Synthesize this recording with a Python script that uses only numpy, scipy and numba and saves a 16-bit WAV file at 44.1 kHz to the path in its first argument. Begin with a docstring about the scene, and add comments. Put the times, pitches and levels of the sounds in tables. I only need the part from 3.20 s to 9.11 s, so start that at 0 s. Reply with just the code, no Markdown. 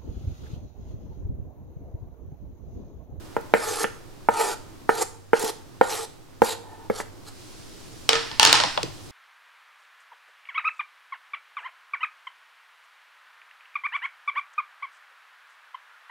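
"""A wooden spoon knocks on a hand-held cutting board and scrapes chopped spring onions into a glass bowl.
Seven stick-slip strokes rasp and make the board drone; onion pieces snap. The board is drawn away and
set down on the stone counter, where it clatters and rings; the spoon plops into the onions and taps
the bowl. A small kitchen with a low hum; a close microphone limits and clips the hardest blows."""
import sys
import numpy as np
from scipy import signal
from scipy.fft import rfft, irfft, next_fast_len
from scipy.io import wavfile
from scipy.ndimage import uniform_filter1d
from numba import njit

SR = 44100
rng = np.random.default_rng(int(sys.argv[2]) if len(sys.argv) > 2 else 0)


def generate_wav(sig):
    """Save sig (samples, or channels by samples) to the path in sys.argv[1] as 16-bit PCM at SR."""
    pcm = np.round(np.clip(np.atleast_2d(sig).T, -1, 1) * 32767).astype(np.int16)
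    wavfile.write(sys.argv[1], SR, pcm)


N = 260626
T = np.arange(N) / SR
AGE = T[:int(.7 * SR)]  # time within one event [s]

# board modes: (frequency [Hz], level [dB], free t60 [s])
BOARD_MODES = [(218, -22.5, 0.48), (332, -32, 0.38), (457, 2, 0.34), (502, -5, 0.15), (602.5, -12, 0.22),
               (787, -26.5, 0.36), (865.7, 0.5, 0.11), (901, 0, 0.13), (973, -6, 0.11), (1270, -1, 0.099),
               (1377, -3, 0.18), (1477, -2.5, 0.092), (1613, -14.5, 0.27), (1724, -13, 0.1),
               (1775, -3.5, 0.16), (2103, -10.5, 0.052), (2247, -6, 0.12), (2960, -13, 0.3),
               (3057, -15, 0.18), (3397, -14, 0.25), (3840, -14, 0.25), (4296, -16, 0.2), (4501, -14, 0.2)]
MAIN_MODE_HZ = BOARD_MODES[2][0]
# spectrum of scrapes and snaps: (frequency [Hz], level [dB])
RASP_SPECTRUM = [(300, -25), (700, 2), (1200, 3.5), (1700, -0.5), (2600, -5), (4200, 1), (5700, -5),
                 (7500, -4), (10000, -5.5), (12000, -8.5), (14000, -16), (16000, -15)]


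def undb(db):
    """Decibels to gain."""
    return 10 ** (np.asarray(db) / 20)


def unit(x):
    """Scale to rms 1."""
    return x / np.sqrt(np.mean(x ** 2))


def fade(t60_s):
    """Exponential decay, 60 dB in t60_s."""
    return np.exp(-np.log(1000) * AGE / t60_s)


def along(points, hz):
    """Interpolate on a log-frequency axis."""
    point_hz, value = np.transpose(points)
    return np.interp(np.log(hz + 1), np.log(point_hz), value)


def convolve(x, response):
    """Filter each channel, keeping the length."""
    return signal.fftconvolve(np.atleast_2d(x), np.atleast_2d(response), axes=1)[:, :np.shape(x)[-1]]


def colour(x, spectrum, size=2048):
    """Minimum-phase filter of unit energy with the given spectrum."""
    cepstrum = irfft(np.log(undb(along(spectrum, np.fft.rfftfreq(size, 1 / SR)))))
    cepstrum[1:size // 2] *= 2
    cepstrum[size // 2 + 1:] = 0
    response = irfft(np.exp(rfft(cepstrum)))
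    return convolve(x, response / np.linalg.norm(response))


def cut(x, hz, kind, order=2):
    """Low-pass or high-pass."""
    return signal.sosfilt(signal.butter(order, hz, kind, fs=SR, output="sos"), x)


def band(x, hz, ratio):
    """Pass hz / ratio to hz * ratio."""
    return cut(cut(x, hz / ratio, "high", order=6), hz * ratio, "low", order=6)


def noise(width, size=len(AGE)):
    """Stereo white noise; width is the side-to-mid ratio."""
    mid, side = rng.standard_normal((2, size))
    return np.array([mid + width * side, mid - width * side]) / np.hypot(1, width)


def add(out, start_s, sound):
    """Mix a sound in at start_s."""
    i = int(start_s * SR)
    out[:, i:i + sound.shape[-1]] += sound[..., :N - i]


def background():
    """Kitchen rumble, a wavering hum, and a hiss that the board shades until drawn away."""
    # rumble: (time [s], level [dB])
    rumble_levels = [(0, -41.5), (.9, -45), (1.6, -44.5), (2.05, -50), (2.5, -46), (3.05, -48),
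                     (3.6, -46.5), (4.3, -44.5), (5.1, -43), (5.9, -42.5)]
    # spectra: (frequency [Hz], level [dB])
    rumble_spectrum = [(25, 7), (50, -3.5), (75, -4), (110, 4), (190, -5.5), (335, 0.5), (450, -7.5),
                       (600, -11), (1000, -12.5), (2200, -21), (5000, -22.5), (10000, -28.5),
                       (16000, -33.5)]
    hiss_spectrum = [(800, -5.5), (2000, 0), (5000, 4.5), (7000, 0.5), (10000, -2.5), (14000, -17)]
    rumble_db = np.interp(T, *np.transpose(rumble_levels))
    rumble = undb(rumble_db) * colour(noise(width=.75, size=N), rumble_spectrum)
    waver = unit(cut(rng.standard_normal(N), 1.7, "low"))
    hum = undb(-51.5) * (1 + .5 * waver) * np.sin(2 * np.pi * 100 * T)
    hiss_db = np.interp(T, [3.87, 4.2], [-73.5, -51])
    hiss = undb(hiss_db) * colour(noise(width=.65, size=N), hiss_spectrum)
    return rumble + hum + hiss


def edge_comb(hz, place):
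    """Waves returning from the board's edge comb its low modes by place of contact; -1 to 1."""
    return np.cos(2 * np.pi * place * hz / MAIN_MODE_HZ) / (1 + (hz / 2200) ** 4)


def board_ring(place, damping, comb_db, scatter_db=0, tuning=1):
    """Decaying board modes; a hand damps and detunes them, the place of contact weights them."""
    hz, db, t60_s = np.transpose(BOARD_MODES)
    gains = undb(db + comb_db * edge_comb(hz, place) + scatter_db * rng.standard_normal((2, len(hz))))
    modes = [np.sin(2 * np.pi * tuning * f * AGE) * fade(t / damping) for f, t in zip(hz, t60_s)]
    return gains @ np.array(modes)


def knocks():
    """Spoon on the held board: damped modes, a dense clack, a low thud and a contact tick."""
    # (time [s], level [dB], contact cut-off [Hz], thud [dB], place [0-1], main mode [Hz])
    blows = [(0.1659, -21, 1630, -23, 0.1, 462), (0.3382, -10.5, 1790, -16.5, 0.2, 462),
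             (0.643, -21, 2780, -7.5, 0.28, 454), (1.0870, -13, 1570, -13, 0.4, 458),
             (1.692, -13.5, 1800, -28, 0.34, 457.6), (2.1326, -11.5, 1970, -31, 0.03, 464),
             (2.2373, -27.5, 514, -3, 0.03, 453), (2.245, -34, 730, -2, 0, 427),
             (2.6119, -9.5, 1810, -18, 0.09, 469.4), (3.2190, -9.5, 1250, -15, 0.23, 470),
             (3.6993, -19, 1410, 0.5, 0.21, 434), (3.801, -30, 1840, -18, .5, 440)]
    # (frequency [Hz], level [dB])
    clack_spectrum = [(100, 28.5), (300, -30), (480, 27), (680, 15.5), (900, 19.5), (1130, -0.5), (1400, 3),
                      (2100, 15.5), (3000, 14.5), (8000, -19)]
    hz = np.geomspace(100, 8000, 60)
    low_modes = sum(undb(db - BOARD_MODES[0][1]) * np.sin(2 * np.pi * f * AGE)
                    for f, db, _ in BOARD_MODES[:2])
    out = np.zeros((2, N))
    for start_s, db, contact_hz, thud_db, place, main_hz in blows:
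        ring = board_ring(place, damping=3.4, comb_db=4.5, scatter_db=2, tuning=main_hz / MAIN_MODE_HZ)
        combed = np.column_stack([hz, along(clack_spectrum, hz) + 5 * edge_comb(hz, place)])
        clack = colour(noise(width=.08) * fade(.034), combed)
        wood = cut(undb(-5) * ring + undb(6.5) * clack, contact_hz, "low", order=4)
        thud = undb(thud_db) * low_modes * fade(.048)
        tick = undb(-26) * noise(width=.42) * fade(.049)
        blow = cut(wood + thud + tick, 202, "high", order=4)
        onset_rms = np.sqrt(np.mean(blow[:, AGE < .02] ** 2))
        add(out, start_s, undb(db) * blow / onset_rms)
    return out


def snaps():
    """Crisp onion pieces crack under the spoon's edge."""
    # (time [s], level [dB])
    breaks = [(0.2098, -42.5), (2.1954, -22), (2.2134, -37), (2.2256, -22.5), (2.245, -22), (3.246, -23.5)]
    out = np.zeros((2, N))
    for start_s, db in breaks:
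        burst = colour(noise(width=.4) * fade(.033), RASP_SPECTRUM)
        add(out, start_s, undb(db) * cut(burst, 6900, "high"))
    return out


def slips(per_s, spread_db):
    """Dense stick-slip impulses of uneven size, rms 1."""
    sizes = undb(spread_db * np.minimum(rng.exponential(size=N), 5))
    slipping = rng.random(N) < per_s / SR
    return unit(sizes * slipping * noise(width=.055, size=N))


def wander(x, depth_db):
    """Narrow bands swell and fade for some 30 ms each as the contact point travels."""
    bands = signal.stft(x, nperseg=512)[2]
    drift = uniform_filter1d(rng.standard_normal(bands.shape[1:]), size=6, axis=0)
    drift = uniform_filter1d(drift, size=7, axis=1)
    return signal.istft(bands * undb(depth_db * unit(drift)))[1][:, :N]


def pressure_db(age_s, push_s, follow_s, swell_db, ease_db, bite_db, bite_s=.042):
    """Stroke pressure builds in the push, eases in the follow-through and bites at the board's edge."""
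    pushed = np.clip(age_s / push_s, 0, 1) ** 1.07
    eased = np.clip((age_s - push_s) / follow_s, 0, 1)
    at_edge = np.clip(1 + (age_s - push_s - follow_s) / bite_s, 0, 1)
    return swell_db * (pushed - 1) - ease_db * eased + bite_db * np.sin(np.pi / 2 * at_edge)


def scrapes():
    """The spoon's edge catches and slips on rough wood: a bright rasp over the board's drone."""
    # (start [s], push [s], follow-through [s], swell [dB], ease [dB], bite [dB], rasp [dB],
    #  drone [dB], place [0-1], drone cut-off [Hz], squeak [dB])
    strokes = [(.36, .12, .152, 9, 4, 6, -31.5, -30, .18, 2500, -13),
               (1.12, .075, .14, 14, 6, 1.5, -30.5, -23.5, .41, 1700, -10),
               (1.71, .10, .016, 8, 0, 6.5, -33.5, -30.5, .12, 1900, -14),
               (2.15, .07, .078, 8, 1, 3, -33, -30, .12, 1660, -19),
               (2.635, .10, .108, 12, 6, 2, -30, -31, .06, 2100, -19),
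               (3.24, .065, .04, 5, 10, 1, -30, -33, .45, 1200, -19),
               (3.42, .08, .17, 3, 1, 0, -66, -48, .5, 1400, -25),
               (3.72, .068, .026, 14, 5, 1, -35.5, -41, .32, 2800, -16),
               (4.04, .048, .01, 18, 10, 0, -43, -48, .4, 2700, -25)]  # the faintest two: the board slides on the bowl
    touch_s, lift_s = .025, .016
    hand_wobble_db, hand_wobble_hz = 1.63, 30
    friction = slips(per_s=14000, spread_db=1.8)
    grain = wander(colour(friction, RASP_SPECTRUM), depth_db=2.8)
    wobble_db = hand_wobble_db * unit(cut(rng.standard_normal(N), hand_wobble_hz, "low"))
    out = np.zeros((2, N))
    for start_s, push_s, follow_s, *shape_db, rasp_db, drone_db, place, drone_hz, squeak_db in strokes:
        age_s = T - start_s
        contact = np.clip(1 + np.minimum(age_s / touch_s, (push_s + follow_s - age_s) / lift_s), 0, 1)
        active = contact > 0
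        force = undb(pressure_db(age_s[active], push_s, follow_s, *shape_db) + wobble_db[active])
        rasp = unit(cut(grain[:, active], 12950, "low", order=4))
        # wet wood turns shrill where pressed hardest
        squeak = undb(squeak_db) * force * unit(band(grain[:, active], hz=5680, ratio=2.08))
        drone = convolve(friction[:, active], board_ring(place, damping=2.6, comb_db=4))
        drone = cut(drone, drone_hz, "low", order=3)
        drone = unit(cut(drone, 347, "high", order=4))  # the drone carries little below 350 Hz
        stroke = undb(rasp_db) * (rasp + squeak) + undb(drone_db) * drone
        add(out, T[active][0], contact[active] * force * stroke)
    return out


def crack():
    """The brief burst of a hard contact."""
    # (frequency [Hz], level [dB])
    contact_spectrum = [(100, 2), (300, -6), (500, 1.5), (800, 4), (1500, 2.5), (2200, 1.5), (3100, 8.5),
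                        (5200, 6), (7500, 2.5), (10000, 2), (16000, 10)]
    return colour(noise(width=.46) * fade(.014), contact_spectrum)


def thump():
    """A low, dull ring in the counter."""
    return unit(band(noise(width=.3), hz=115, ratio=1.5)) * fade(.25)


def clatter():
    """The free board bounces on stone, on one edge, then flat: crack, clink, ringing wash and thump."""
    # (time [s], level [dB], place [0-1])
    bounces = [(4.8910, 0.5, 0.1), (4.9310, -8, 0), (4.9547, -12.5, 0.72), (5.1140, -23.5, 0.44),
               (5.1967, 5.5, .5), (5.2298, 3, .5), (5.2507, 4.5, .5), (5.262, -5, 0.58), (5.2728, -5, .5),
               (5.2944, -10.5, 0.35), (5.3281, 5.5, 0.4), (5.3423, -8, .5), (5.354, -8, 0.3),
               (5.401, -10, 0.33), (5.4370, -12, 0.45)]
    # dense ringing: (frequency [Hz], level [dB])
    wash_spectrum = [(100, -31), (200, -9.5), (300, 3), (500, -17), (800, 2.5), (1500, 1.5), (2200, 0),
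                     (3100, -1), (5500, 0), (6100, -9.5), (7500, -8), (10000, -5), (16000, -59)]
    out = np.zeros((2, N))
    for start_s, db, place in bounces:
        clink = undb(-6) * unit(band(noise(width=.99), hz=3180, ratio=1.27)) * fade(.013)
        wash = undb(-18) * colour(noise(width=.37) * fade(.59), wash_spectrum)
        tuning = 1 + .0048 * rng.standard_normal()
        ring = board_ring(place, damping=1, comb_db=8.5, scatter_db=5, tuning=tuning)
        ring = undb(-23) * cut(ring, 470, "high", order=1)
        # a harder bounce is brighter, and its crack grows faster than its ring and thump
        contact_hz = 7300 * 2 ** (.015 * db)
        ring_db, thump_db = -5 + .7 * db, -35.5 + .21 * db
        blow = undb(db) * (undb(4.5) * crack() + clink) + undb(ring_db) * (wash + ring)
        blow = cut(blow, contact_hz, "low", order=4)
        add(out, start_s, cut(blow, 180, "high", order=3) + undb(thump_db) * thump())
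    return out


def plops():
    """The spoon digs into the onions: a hollow resonance, and a tap on the bowl that thumps the counter."""
    # (time [s], plop [dB], pitch [Hz], tap [dB], tap cut-off [Hz], thump [dB])
    digs = [(5.399, -14.5, 740, -18, 3100, -37), (5.435, -17.5, 726, -20, 2500, -37),
            (5.5756, -16, 763, 0.5, 2920, -34), (5.6307, -18, 357, -9, 6700, -30)]
    out = np.zeros((2, N))
    for start_s, db, hz, tap_db, tap_hz, thump_db in digs:
        hollow = unit(band(noise(width=1), hz, ratio=1.27)) * fade(.069)
        tap = cut(cut(crack(), tap_hz, "low", order=3), 210, "high", order=3)
        add(out, start_s, undb(db) * hollow + undb(tap_db) * tap + undb(thump_db) * thump())
    return out


def room(dry, delay_s=.006, rise_s=.0009):
    """Cupboards and walls reflect; the treble dies first."""
    echoes = noise(width=.67) * np.clip((AGE - delay_s) / rise_s, 0, 1)
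    dull = cut(echoes, 7800, "low", order=1) * fade(.52)
    bright = cut(echoes, 1500, "high", order=1) * fade(.25)
    response = unit(dull + bright) / np.sqrt(len(AGE))
    return undb(-11.5) * cut(convolve(dry, response), 373, "high")


def scene():
    """All sources in the kitchen."""
    dry = knocks() + scrapes() + snaps() + clatter() + plops()
    return dry + room(dry) + background()


@njit
def follow(x, attack_s, release_s):
    """One-pole envelope follower."""
    out, level = np.empty(len(x)), 0.
    for i in range(len(x)):
        level += (x[i] - level) / (SR * (attack_s if x[i] > level else release_s))
        out[i] = level
    return out


def limit(x, threshold_db, attack_s, release_s):
    """Turn down whatever exceeds the threshold; the first crack slips through."""
    envelope = follow(np.abs(x).max(axis=0), attack_s, release_s)
    return x / np.maximum(1, envelope / undb(threshold_db))


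def record(dry):
    """Two microphone ports, out of phase in the bass, the right louder; limiter, clipping, top cut."""
    # left port's lead: (frequency [Hz], phase [rad])
    port_lead = [(30, 1.9), (230, 2.0), (400, 1.55), (800, .9), (1300, .55), (2400, .3), (4400, 0)]
    tilt_db, top_hz = .7, 15900
    size = next_fast_len(N + SR)
    sides = np.array([[1], [-1]])
    phase_shift = np.exp(.5j * sides * along(port_lead, np.fft.rfftfreq(size, 1 / SR)))
    ports = irfft(rfft(dry, size) * phase_shift, size)[:, :N] * undb(-tilt_db * sides)
    clipped = np.clip(limit(ports, threshold_db=-4, attack_s=.0012, release_s=.025), -1, 1)
    return signal.sosfilt(signal.ellip(8, .2, 70, top_hz, fs=SR, output="sos"), clipped)


dry = scene()
out = record(dry)
generate_wav(out)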